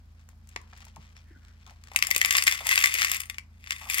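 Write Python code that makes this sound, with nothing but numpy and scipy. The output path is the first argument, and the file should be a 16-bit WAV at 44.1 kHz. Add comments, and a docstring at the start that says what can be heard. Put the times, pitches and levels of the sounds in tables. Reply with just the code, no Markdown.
"""A foil packet crinkles close to a stereo microphone while a motor hums in the small room.
Fingers rub and tap a clear plastic box on a padded table. Small hard beads then pour in from the packet:
single drops, a stream that jostles the pile, two stragglers and a last shake.
Each bead makes a tick, a brief clatter and a short ring of the box; the foil snaps without ringing."""
import sys
import numpy as np
from scipy import signal
from scipy.fft import rfft, irfft
from scipy.io import wavfile

SR = 44100
rng = np.random.default_rng(int(sys.argv[2]) if len(sys.argv) > 2 else 0)


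def master(y):
    """Save y as 16-bit WAV."""
    cut = np.clip(np.atleast_2d(y).T, -1, 1)
    pcm = np.round(cut * 32767)  # scale
    wavfile.write(sys.argv[1], SR, pcm.astype(np.int16))


N = 176400


def amp(db):
    """Decibels to gain."""
    return 10 ** (np.asarray(db) / 20)


def unit(x):
    """Scales to an rms of one."""
    return x / np.sqrt(np.mean(x ** 2) + 1e-20)


def read(points, hz):
    """Reads a curve on a log-frequency axis."""
    f, value = np.transpose(points)
    return np.interp(np.log(hz + 1), np.log(f + 1), value)


def add(mix, start, sound):
    """Mixes a stereo sound in at a time in seconds."""
    part = mix[:, max(round(start * SR), 0):][:, :sound.shape[1]]
    part += sound[:, :part.shape[1]]


# Still air around the microphone. Each row: frequency in Hz, relative level in dB.
AIR_COLOUR = [(20, -19.5), (40, -9.5), (70, -10), (110, -19.5), (160, -16), (230, -16), (300, -29.5),
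              (500, -31.5), (800, -31), (1500, -33), (2800, -43), (5000, -39.5), (8000, -51), (9500, -66),
              (15000, -57.5), (16000, -62)]
# How alike the air is on both sides. Each row: frequency in Hz, left-right correlation.
AIR_LIKENESS = [(50, 0.67), (150, .8), (400, .5), (2000, 0), (10000, 0)]
# The motor, heard in the centre. Each row: multiple of the motor rate, level in dB.
HUM_HARMONICS = [(2, -57), (3, -54), (4, -67.5), (5, -71.5), (8, -71.5)]
MOTOR_HZ, WHINE_HZ, WHINE_DB, AIR_DB = 27.3, 12166, -91, -62.5

def background():
    """A steady motor hum and a faint high whine over still room air."""
    hz, t = np.fft.rfftfreq(N, 1 / SR), np.arange(N) / SR
    left, other = rfft(rng.standard_normal((2, N)))
    likeness = np.clip(read(AIR_LIKENESS, hz), -1, 1)
    right = likeness * left + np.sqrt(1 - likeness ** 2) * other
    air = irfft(np.array([left, right]) * amp(read(AIR_COLOUR, hz)), N)
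    waver = unit(irfft(rfft(rng.standard_normal(N)) * np.exp(-hz / 2), N))
    turn = 2 * np.pi * MOTOR_HZ * t + .025 * waver
    hum = sum(amp(db) * unit(np.sin(k * turn + 2 * np.pi * rng.random())) for k, db in HUM_HARMONICS)
    whine = amp(WHINE_DB) * unit(np.sin(2 * np.pi * WHINE_HZ * t))
    return amp(AIR_DB) * unit(air) + hum + whine


# The small room around the table. Each row: frequency in Hz, seconds to fade by 60 dB.
ROOM_DECAY = [(200, 0.51), (800, 0.54), (2200, 0.19), (6000, .2), (15000, 0.14)]
# Surfaces near the microphone. Each row: delay in seconds, level in dB.
NEAR_ECHOES = [(.0045, -21.5), (0.0113, -17), (0.0122, -25)]
TAIL_DB, TAIL_ONSET_S = -13.5, .0024

def room(x, size=16384):
    """The room returns a few near echoes and a short diffuse tail."""
    hz, t, spectra = signal.stft(rng.standard_normal((2, size)), SR, nperseg=256)
    fade = np.exp(-np.log(1000) * t / read(ROOM_DECAY, hz)[:, None])
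    tail = signal.istft(spectra * fade, SR, nperseg=256)[1]
    tail *= 1 - np.exp(-(np.arange(tail.shape[1]) / SR / TAIL_ONSET_S) ** 2)
    tail *= amp(TAIL_DB) / np.linalg.norm(tail[0])
    for delay, db in NEAR_ECHOES:
        add(tail, delay, amp(db) * np.ones((2, 1)))
    return signal.fftconvolve(x, tail, axes=1)[:, :N]


# Fingers on the box. Each row: start and length in seconds, pitch and width in Hz, level in dB.
FINGER_RUBS = [(.58, 0.15, 1490, 260, -74), (1.153, 0.042, 5240, 90, -62), (1.15, .07, 5720, 110, -72),
               (1.154, 0.049, 3450, 200, -66), (1.241, 0.15, 1740, 450, -66), (1.344, .04, 1506, 120, -59),
               (1.379, 0.19, 1600, 400, -68)]

def rubs(size=SR // 2):
    """Skin slips on plastic: narrow friction noise that swells and fades."""
    out = np.zeros((2, N))
    for start, length, hz, width, db in FINGER_RUBS:
        noise = rng.standard_normal((3, size))
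        swell = np.sin(np.pi * np.minimum(np.arange(size) / SR / length, 1))
        band = signal.butter(2, [hz - width / 2, hz + width / 2], "band", fs=SR, output="sos")
        add(out, start, amp(db) * swell * unit(signal.sosfilt(band, noise[2] + .5 * noise[:2])))
    return out


# Handling at the padded table.
# Each row: start in seconds, level in dB, centre in Hz, decay in seconds, width in octaves.
TABLE_KNOCKS = [(.289,-54.5,890,0.0026,1.9), (0.331,-64,840,0.0034,.6), (.5615,-42,770,0.0038,0.73),
                (0.729,-49,970,.007,1.3), (.826,-56.5,910,0.0043,0.91), (0.866,-54,754,0.0034,.6),
                (.966,-42,826,0.0042,0.67), (.97,-50.5,140,0.023,1.08), (1.305,-52.5,293,0.0092,0.42),
                (1.359,-56.5,200,0.011,0.84), (1.669,-58.5,980,0.023,.8), (1.708,-54,770,0.012,0.53),
                (1.882,-57,910,.004,.8), (1.916,-42.5,900,0.0031,.7), (1.947,-44,980,0.0046,1.1),
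                (2.089,-45.5,796,0.0052,0.71), (2.161,-37.5,398,0.0024,2.4), (2.345,-46,720,0.0038,0.65),
                (2.605,-43.5,870,0.021,0.87), (2.658,-42.5,890,0.02,0.88), (2.945,-54,485,0.015,.6),
                (3.812,-49.5,925,0.026,0.88), (3.858,-49.5,925,0.026,0.75)]

def knocks(size=8192):
    """Hand, box and table meet in dull, quickly damped bumps."""
    out, t = np.zeros((2, N)), np.arange(size) / SR
    for start, db, hz, decay, octaves in TABLE_KNOCKS:
        noise = rng.standard_normal((3, size))
        edge = 2 ** (octaves / 2)
        band = signal.butter(2, [hz / edge, hz * edge], "band", fs=SR, output="sos")
        bump = signal.sosfilt(band, (noise[2] + .5 * noise[:2]) * np.exp(-t / decay))
        add(out, start, amp(db) * bump * np.sqrt(decay * SR / np.sum(bump[0] ** 2)))
    return out


def causal(db, size=4096):
    """Frequency response with these gains and no ringing ahead of the hit."""
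    log_gain = np.log(amp(np.r_[db, db[-2:0:-1]]))
    return np.exp(np.conj(signal.hilbert(log_gain)))[:size // 2 + 1]


def surface(colour, size=4096, split_hz=5980):
    """A material's response in two bands: body below the split, treble above."""
    hz = np.fft.rfftfreq(size, 1 / SR)
    steep = (hz / split_hz) ** 12
    shares = [1 / (1 + steep), steep / (1 + steep)]
    return [causal(read(colour, hz) + 10 * np.log10(share + 1e-6)) for share in shares]


CLATTER_DB, CLATTER_RISE_S, CLATTER_S = -5.5, .00016, .002
RING_DB, RING_SCATTER_DB, DETUNE = -21, 6, .014
# Strikes land left of the microphone, so the right side hears them later and softer.
RIGHT_LAG_S, RIGHT_BODY_DB, RIGHT_TREBLE_DB = .00024, -5, -6.5

def strike(bands, modes, body_db, treble_db, size=4096):
    """One contact: a tick, a dense clatter and any short modes, mixed anew by where it lands."""
    t, hz = np.arange(size) / SR, np.fft.rfftfreq(size, 1 / SR)
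    noise = rng.standard_normal((3, size))  # left, right, common to both
    envelope = amp(CLATTER_DB) * (1 - np.exp(-t / CLATTER_RISE_S)) * np.exp(-t / CLATTER_S)
    tick, out = signal.unit_impulse(size), 0
    for mode_hz, db, t60 in modes:
        lift, shift = rng.standard_normal(2)
        fade = amp(RING_DB + db + RING_SCATTER_DB * lift) * np.exp(-np.log(1000) * t / t60)
        tick += fade * np.cos(2 * np.pi * mode_hz * (1 + DETUNE * shift) * t)
    levels, right_levels = (body_db, body_db + treble_db), (RIGHT_BODY_DB, RIGHT_TREBLE_DB)
    for band, db, right_db, common in zip(bands, levels, right_levels, (.7, .05)):
        clatter = envelope * (np.sqrt(common) * noise[2] + np.sqrt(1 - common) * noise[:2])
        spectrum = rfft(tick + clatter)
        spectrum[1] *= np.exp(-2j * np.pi * hz * round(RIGHT_LAG_S * SR) / SR)
        part = irfft(spectrum * band) * amp([[0], [right_db]])
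        attack_rms = np.sqrt(np.mean(part[:, :round(.004 * SR)] ** 2))
        out = out + amp(db) * part / attack_rms
    return out


def hits(rows, colour, modes=()):
    """Single strikes on one material, each at its time."""
    out, bands = np.zeros((2, N)), surface(colour)
    for start, body_db, treble_db in rows:
        add(out, start, strike(bands, modes, body_db, treble_db))
    return out


def swarm(level, colour, modes=(), *, per_s, treble_db, spread_db=3, count=48):
    """Many small strikes at random times and of random size, under a level curve."""
    out, bands = np.zeros((2, N)), surface(colour)
    kinds = [strike(bands, modes, 0, treble_db + 4 * lift) for lift in rng.standard_normal(count)]
    onsets = np.flatnonzero(rng.random(N) < per_s / SR)
    size = np.minimum(rng.exponential(1, N), 3)
    kind = rng.integers(0, count, N)
    for i in onsets:
        add(out, i / SR, amp(spread_db * size[i]) * (-1) ** i * kinds[kind[i]])
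    return unit(out) * amp(np.interp(np.arange(N) / SR, *np.transpose(level)))


# The packet, close by. Each row: start in seconds, body level in dB, treble in dB relative to the body.
FOIL_SNAPS = [(.289, -58, 4.5), (.473, -64.5, 5.5), (.490, -57, 6), (.615, -65, 6.5), (.733, -50, -24),
              (.776, -59, 5), (.805, -58, -1), (.851, -57, 7), (.882, -56, -4), (.961, -52, -1.5),
              (1.166, -49, -13), (1.449, -57, -6.5), (1.483, -58.5, -9), (1.665, -49.5, -10),
              (1.675, -56, -5), (1.696, -49.5, -15), (1.707, -54.5, -5), (1.838, -50, -2.5),
              (1.872, -50, -9), (1.884, -53, -7), (1.935, -49, -3)]
# Its rustle between the snaps. Each row: time in seconds, level in dB.
FOIL_RUSTLE = [(.15, -75.5), (.2, -64), (.26, -80), (.31, -68), (.36, -86.5), (.45, -71.5), (.5, -69),
               (.53, -62), (.59, -66), (.68, -67.5), (.78, -55.5), (.86, -53.5), (.93, -69), (1.05, -60),
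               (1.14, -70), (1.18, -55), (1.25, -73), (1.47, -68), (1.6, -68), (1.69, -60), (1.79, -68),
               (1.9, -60), (2.0, -90)]
# The tone of foil. Each row: frequency in Hz, relative level in dB.
FOIL_TONE = [(100, -28), (500, -15), (1200, -4.5), (2300, 0), (3500, -6.5), (5500, -8.5), (8000, -9.5),
             (10000, -17.5), (16000, -20)]

def packet():
    """The foil snaps and rustles as it is tipped."""
    return hits(FOIL_SNAPS, FOIL_TONE) + swarm(FOIL_RUSTLE, FOIL_TONE, per_s=540, treble_db=-14.5)


# A hand on the box. The row: start in seconds, body level in dB, treble in dB relative to the body.
BOX_TAP = [(.5612, -28.5, -18)]
# The tone of that tap. Each row: frequency in Hz, relative level in dB.
TAP_TONE = [(100, -31), (500, -16), (1300, -10), (1800, -4), (2250, 1.5), (2900, -5), (4000, -14.5),
            (5500, -13), (8000, -17), (11000, -19), (16000, -31)]

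def tap():
    """One sharp tap as the box is taken hold of."""
    return hits(BOX_TAP, TAP_TONE)


# Beads landing in the box, near the microphone and to its left.
# Each row: start in seconds, body level in dB, treble in dB relative to the body.
BEAD_DROPS = [(1.9167,-43.5,-11), (1.9613,-14,-5), (1.9888,-28.5,-3), (2.0248,-13.5,-11.5), (2.0375,-31,-4),
              (2.0485,-31.5,-8), (2.0695,-27,0.5), (2.1055,-29.5,0.5), (2.1117,-14.5,-8.5),
              (2.1483,-25.5,-5.5), (2.1625,-19,-0.5), (2.1795,-36,12.5), (2.2146,-13,-11),
              (2.2482,-14.5,-11.5), (2.2585,-24,0), (2.3083,-17,-4.5), (2.3257,-24,-0.5), (2.3374,-37,-10),
              (2.3515,-17,-18), (2.3565,-21,-15), (2.368,-21,2), (2.3795,-21.5,-3), (2.3832,-15.5,-11),
              (2.4235,-21,-5), (2.4379,-29.5,5.5), (2.467,-22.5,-6), (2.4705,-18,-3.5), (2.4777,-11.5,-13),
              (2.4815,-17.5,-9.5), (2.5127,-23,-6), (2.5234,-20.5,-10), (2.6688,-25,2.5),
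              (2.6908,-18.5,-4.5), (2.7125,-17,-11), (2.7187,-23,-4), (2.7271,-18,-25), (2.7512,-30,-11),
              (2.7571,-19,-4.5), (2.7774,-13.5,-15), (2.7893,-24.5,-1), (2.8034,-27,-3), (2.8122,-21.5,-12),
              (2.8249,-24,-12.5), (2.839,-18,-5), (2.8415,-12.5,-13), (2.8582,-15.5,-8.5), (2.872,-21,-8.5),
              (2.9407,-23.5,2), (2.9519,-23.5,-12), (2.972,-31,-11), (2.9874,-25.5,-11), (3.013,-26,-7),
              (3.0184,-17,-12.5), (3.029,-20,-12), (3.047,-18,-8), (3.0968,-27.5,-4.5), (3.116,-24,4),
              (3.1366,-28,-8), (3.146,-31,3), (3.167,-34,3), (3.2005,-35,-2), (3.2042,-31,3.5),
              (3.217,-38,-2), (3.235,-36.5,-11), (3.2565,-46.5,1), (3.2984,-28,-7), (3.344,-43,-19),
              (3.3833,-28.5,-14.5), (3.6411,-42.5,-15), (3.6624,-44,-20.5), (3.6727,-37,-22),
              (3.7071,-22,-10), (3.7208,-26.5,-13), (3.7266,-32,-8), (3.763,-37,-16), (3.899,-24.5,-3),
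              (3.9433,-25,1.5), (3.9829,-24.5,0.5)]
# The pile shifting in the box. Each row: time in seconds, level in dB.
PILE_JOSTLE = [(1.88, -84), (1.95, -46), (2.1, -41), (2.2, -38), (2.29, -32), (2.38, -28.5), (2.44, -43),
               (2.49, -29.5), (2.56, -34), (2.62, -41.5), (2.66, -36.5), (2.71, -27.5), (2.86, -31.5),
               (2.91, -33.5), (2.95, -29), (3.05, -30.5), (3.16, -31.5), (3.19, -45), (3.26, -58),
               (3.35, -60), (3.45, -78), (3.61, -65), (3.68, -47), (3.74, -47), (3.8, -46.5), (3.875, -43),
               (3.905, -29), (3.965, -34.5), (4.0, -25)]
# Tiny bright contacts of bead on bead. Each row: time in seconds, level in dB.
BEAD_GLINTS = [(2.0, -80), (2.12, -47), (2.37, -42), (2.5, -44), (2.61, -60), (2.7, -42), (2.86, -36),
               (2.91, -46), (2.96, -45), (3.15, -42.5), (3.22, -52.5), (3.4, -89), (3.64, -85.5),
               (3.73, -62), (3.875, -55), (3.91, -37), (4.0, -36)]
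# The tone of a strike on the box. Each row: frequency in Hz, relative level in dB.
BOX_TONE = [(100, -33.5), (350, -35.5), (550, -27), (750, -20), (950, -18.5), (1150, -10), (1500, -10),
            (2100, 4), (2800, -1.5), (4000, -11), (6000, -10.5), (8500, -11.5), (10000, -11), (13000, -14),
            (16000, -16)]
# Modes of the box. Each row: frequency in Hz, relative level in dB, seconds to fade by 60 dB.
BOX_RING = [(1120, -12, .05), (1770, -16, .05), (2030, -6, .026), (2550, -8, .02), (3520, -5, .025),
            (4830, -6, .028), (5280, -6, .028), (6480, -3, .018), (7400, -2, .026), (8790, 0, .024),
            (10400, -3, .024), (12480, -3, .026), (13300, -1, .022), (14400, -2, .026)]

def beads():
    """Beads strike the box, jostle the pile and glance off each other."""
    pile = swarm(PILE_JOSTLE, BOX_TONE, BOX_RING, per_s=520, treble_db=-9.5)
    glints = swarm(BEAD_GLINTS, BOX_TONE, per_s=930, treble_db=1)
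    return hits(BEAD_DROPS, BOX_TONE, BOX_RING) + pile + glints


def scene():
    """The table up close, with the room and its motor behind."""
    near = beads() + packet() + tap() + knocks() + rubs()
    return near + room(near) + background()


def record(dry, edge_hz=16100):
    """The recorder clips the loudest ticks, then cuts the highest treble."""
    lowpass = signal.firwin(255, edge_hz, window=("kaiser", 8), fs=SR)
    return signal.oaconvolve(np.clip(dry, -.93, .93), lowpass[None], "same")


dry = scene()
out = record(dry)
master(out)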